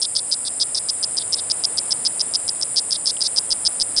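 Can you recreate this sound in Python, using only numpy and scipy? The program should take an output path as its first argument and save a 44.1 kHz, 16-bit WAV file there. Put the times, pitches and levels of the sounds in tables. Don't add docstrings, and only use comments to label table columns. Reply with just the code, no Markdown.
import sys
import numpy as np
from scipy import signal
from scipy.fft import rfft, irfft
from scipy.io import wavfile

SR = 44100
rng = np.random.default_rng(int(sys.argv[2]) if len(sys.argv) > 2 else 0)


def inscribe(sig):
    pcm = np.round(np.clip(np.atleast_2d(sig).T, -1, 1) * 32767)
    wavfile.write(sys.argv[1], SR, pcm.astype(np.int16))


N = 4 * SR

# t/s, first click gap/ms, ratio of each gap to the last, length/ms, relative level/dB
CHIRP_CUES = [(0.0166, 5.7, 0.64, 16.6, -8), (.1528, 6.7, 0.71, 20.6, -8), (.3158, 7.4, 0.73, 17.5, -7),
              (0.6022, 6.7, 0.6, 27, -11), (0.7471, 4.5, 0.54, 7.8, -8), (0.8868, 5.8, 0.61, 17, -9.5),
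              (1.0286, 6, 0.76, 18.3, -8.5), (1.1694, 7.6, 0.57, 18.7, -9.5),
              (1.325, 5.7, 0.83, 22.1, -7.5), (1.5002, 6.7, 0.63, 19.8, -9.5),
              (1.6377, 6.4, 0.61, 17, -7.5), (1.774, 7.5, 0.48, 18.3, -8.5), (1.9079, 5.6, 0.83, 22, -7.5),
              (2.0507, 5.7, 0.77, 24.2, -8), (2.1956, 8.4, 0.6, 21.8, -8), (2.3378, 7.1, .66, 23, -8),
              (2.4798, 7.9, .46, 16.1, -8.5), (2.6138, 10, 0.51, 20.6, -8.5), (2.7612, 6.3, .78, 27, -6),
              (2.9082, 9.1, 0.62, 24.4, -8), (3.058, 8.3, 0.66, 21.8, -7), (3.2075, 7.6, 0.53, 19.6, -8.5),
              (3.3625, 7.3, 0.74, 28.4, -7), (3.5059, 7.5, .71, 26.3, -6.5), (3.6515, 6.4, 0.8, 25.7, -5.5),
              (3.7997, 7.9, 0.78, 27.2, -6.5), (3.9654, 6.3, 0.81, 26, -7)]
# t/s, first click gap/ms, length/ms, relative level/dB, tilt/(dB per octave)
RASP_CUES = [(0.025, 4.9, 31.7, -20, -15), (.164, 5.4, 33.5, -21, -7), (0.313, 4.9, 32, -19, 1),
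             (0.4513, 5.8, 34, -19.5, -9), (0.599, 4.6, 34.5, -17.5, -6.5), (.755, 4.8, 34, -15.5, 4.5),
             (1.192, 4.3, 36, -29, -25), (1.365, 5.2, 36, -25, -17), (2.761, 4.8, 37, -16.5, 4),
             (2.93, 4.5, 35, -22, -15), (3.07, 4.9, 40.6, -16, 0.5), (3.238, 3.2, 36, -14, 6.5)]
# share of its length, relative level/dB
CHIRP_ENVELOPE = [(0, 1), (.55, 4), (.85, 4.5), (1, -2.5)]
RASP_ENVELOPE = [(0, 2.5), (.55, 5), (.85, 9), (1, 3)]
# share of the gap, level/dB, share of each resonance's pitch
CHIRP_SCATTER = (0.014, 1.2, 0.017)
RASP_SCATTER = (.06, 1.44, .022)
# f/Hz, width/Hz, relative level/dB
CHIRP_THROAT = [(3700, 350, -21), (4750, 430, -2), (5061, 390, 13.5), (5330, 360, 1), (5800, 550, -17)]
RASP_THROAT = [(3546, 330, 1.5), (4995, 490, 10.5), (5350, 500, -9), (6300, 780, -10.5)]
# f/Hz, relative level/dB
INSECT_SPECTRUM = [(6000, -54), (6650, -21), (7100, -7), (7500, -2), (8100, -0.5), (8700, 3), (9300, 4.5),
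                   (9850, 5), (10300, -10)]
STROKE_RATES = [37.5, 37.8]
# f/Hz, level/dB
SHRILL_VOICES = [(7090, -54.5), (7476, -55), (7915, -48), (8430, -47.5), (8918, -43.5), (9165, -57),
                 (9420, -43.5), (9848, -42.5)]
# f/Hz, relative level/dB
WASH_SPECTRUM = [(25, -17), (50, -9.5), (75, -1.5), (120, -0.5), (200, -3.5), (285, 0), (370, -3.5),
                 (460, 0), (650, 0.5), (1000, -4.5), (1600, -8.5), (2600, -11.5), (4000, -15),
                 (6500, -19.5)]
# t/s, relative level/dB
WASH_ENVELOPE = [(0.0, -47), (1.83, -42.5), (3.01, -45), (3.82, -43), (3.83, -45), (3.99, -43), (4.0, -45)]
# t/s, level/dB
THUMP_CUES = [(3.528, -41.5), (3.672, -41), (3.822, -38), (3.985, -39)]

CHIRP_TRIM_DB, RASP_TRIM_DB, WASH_TRIM_DB = -1.5, -2.1, 2.5
VOICE_LOW_HZ, VOICE_HIGH_HZ = 3200, 6410
LEAD_MS, LEAD_DB = 1.1, -9


def near_frog():
    out = np.zeros(N)
    for s, first_ms, shrink, length_ms, db in CHIRP_CUES:
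        chirp = frog_call(CHIRP_THROAT, CHIRP_ENVELOPE, CHIRP_SCATTER, first_ms, length_ms,
                          shrink, min_gap_ms=1.8, tilt_db=0)
        add(out, s - LEAD_MS / 1000, from_db(db + CHIRP_TRIM_DB) * chirp)
    return out


def second_frog():
    out = np.zeros(N)
    for s, first_ms, length_ms, db, tilt_db in RASP_CUES:
        rasp = frog_call(RASP_THROAT, RASP_ENVELOPE, RASP_SCATTER, first_ms, length_ms,
                         shrink=0.86, min_gap_ms=1.7, tilt_db=tilt_db)
        add(out, s - LEAD_MS / 1000, from_db(db + RASP_TRIM_DB) * rasp)
    return out


def frog_call(throat, envelope, scatter, first_ms, length_ms, shrink, min_gap_ms, tilt_db, count=24):
    gap_spread, spread_db, pitch_spread = scatter
    gaps_ms = np.maximum(first_ms * shrink ** np.arange(count), min_gap_ms)
    gaps_ms *= 1 + gap_spread * rng.standard_normal(count)
    starts_ms = np.cumsum(gaps_ms) - gaps_ms
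    swell_db = np.interp(starts_ms / length_ms, *np.transpose(envelope))
    gains = from_db(swell_db + spread_db * rng.standard_normal(count))
    pitch = 1 + 0.012 * rng.standard_normal()
    out = np.zeros(4000)
    for ms, gain, slip in zip(starts_ms, gains, rng.random(count)):
        ring = throat_ring(throat, tilt_db, pitch, pitch_spread)
        if ms <= length_ms:
            add(out, (ms + 0.2 * slip * LEAD_MS) / 1000, gain * from_db(LEAD_DB) * ring)
            add(out, (ms + LEAD_MS) / 1000, gain * ring)
    return out


def throat_ring(throat, tilt_db, pitch, pitch_spread):
    hz, width_hz, db = np.transpose(throat)[:, :, None]
    t = np.arange(400) / SR
    polarity = (-1) ** np.arange(len(hz))[:, None]
    gains = from_db(db + tilt_db * np.log2(hz / VOICE_LOW_HZ)) * width_hz * polarity
    hz = hz * (pitch + pitch_spread * rng.standard_normal(hz.shape))
    ring = np.sum(gains * np.exp(-np.pi * width_hz * t) * np.cos(2 * np.pi * hz * t), axis=0)
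    return ring / np.abs(ring).max()


def body_radiation(x):
    for edge_hz, kind in (VOICE_LOW_HZ, "high"), (VOICE_HIGH_HZ, "low"):
        x = signal.sosfilt(signal.butter(10, edge_hz, kind, fs=SR, output="sos"), x + 1e-18)
    return x


def forest_reverb(x, wet_db=-40, t60_s=0.6):
    t = np.arange(SR) / SR
    tail = rng.standard_normal(SR) * from_db(-60 * t / t60_s)
    return from_db(wet_db) * signal.fftconvolve(x, tail / np.linalg.norm(tail))[:N]


def insects():
    hiss = from_db(-28 + drift(rate_hz=50)) * coloured(rng.standard_normal(N), INSECT_SPECTRUM)
    buzzes = from_db(-29.5) * rms_one(sum(insect_buzz(rate) for rate in STROKE_RATES))
    shrills = sum(from_db(db) * narrow_noise(hz, width_hz=29) for hz, db in SHRILL_VOICES)
    far_chorus = from_db(-51.5 + drift(rate_hz=18)) * narrow_noise(hz=5030, width_hz=490)
    return hiss + buzzes + shrills + far_chorus


def insect_buzz(rate_hz, ticks=90, wander=0.0006, throb=0.6):
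    phase = np.cumsum(rate_hz * (1 + wander * drift(rate_hz=2))) / SR
    places = rng.random(ticks)
    sizes = rng.standard_normal(ticks) * (1 + throb * np.cos(6 * np.pi * places))
    strokes = np.arange(int(phase[-1]) + 1)[:, None]
    tick_samples = np.searchsorted(phase, strokes + places).ravel()
    train = np.bincount(tick_samples, np.tile(sizes, len(strokes)), N)[:N]
    return coloured(train, INSECT_SPECTRUM)


def distant_wash():
    swell_db = np.interp(np.arange(N) / SR, *np.transpose(WASH_ENVELOPE))
    return from_db(WASH_TRIM_DB + swell_db) * coloured(rng.standard_normal(N), WASH_SPECTRUM)


def thumps_and_tick(thump_s=0.0067, tick_hz=3100, tick_db=-23):
    t = np.arange(N) / SR
    out = sum(from_db(db) * np.exp(-((t - s) / thump_s) ** 2) for s, db in THUMP_CUES)
    tick = resonate(signal.unit_impulse(SR), tick_hz, width_hz=450)
    tick = resonate(tick, tick_hz, width_hz=900)
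    add(out, s=3.169, sound=from_db(tick_db) * tick / np.abs(tick).max())
    return out


def from_db(db):
    return 10 ** (np.asarray(db) / 20)


def rms_one(x):
    return x / np.sqrt(np.mean(x ** 2) + 1e-20)


def drift(rate_hz):
    lowpass = signal.butter(2, rate_hz, fs=SR, output="sos")
    return rms_one(signal.sosfilt(lowpass, rng.standard_normal(N + SR))[SR:])


def resonate(x, hz, width_hz):
    r = np.exp(-np.pi * width_hz / SR)
    feedback = [1, -2 * r * np.cos(2 * np.pi * hz / SR), r * r]
    return signal.lfilter(np.array([1, 0, -1]) * (1 - r * r) / 2, feedback, x + 1e-18)


def narrow_noise(hz, width_hz):
    band = resonate(rng.standard_normal(N + SR), hz, width_hz)
    return rms_one(resonate(band, hz, width_hz)[SR:])


def coloured(x, spectrum):
    hz, db = np.transpose(spectrum)
    bins_hz = np.maximum(np.arange(N // 2 + 1) * SR / N, 1)
    gain = from_db(np.interp(np.log(bins_hz), np.log(hz), db, left=-np.inf))
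    return rms_one(irfft(rfft(x) * gain, N))


def add(out, s, sound):
    i = int(np.clip(s * SR, 0, N))
    out[i:i + len(sound)] += sound[:N - i]


def scene():
    frogs = body_radiation(near_frog() + second_frog())
    mix = frogs + forest_reverb(frogs) + insects() + distant_wash() + thumps_and_tick()
    return np.tile(mix, (2, 1))


def record(dry, cutoff_hz=10040):
    return signal.sosfilt(signal.ellip(14, 0.1, 85, cutoff_hz, fs=SR, output="sos"), dry)


dry = scene()
out = record(dry)
inscribe(out)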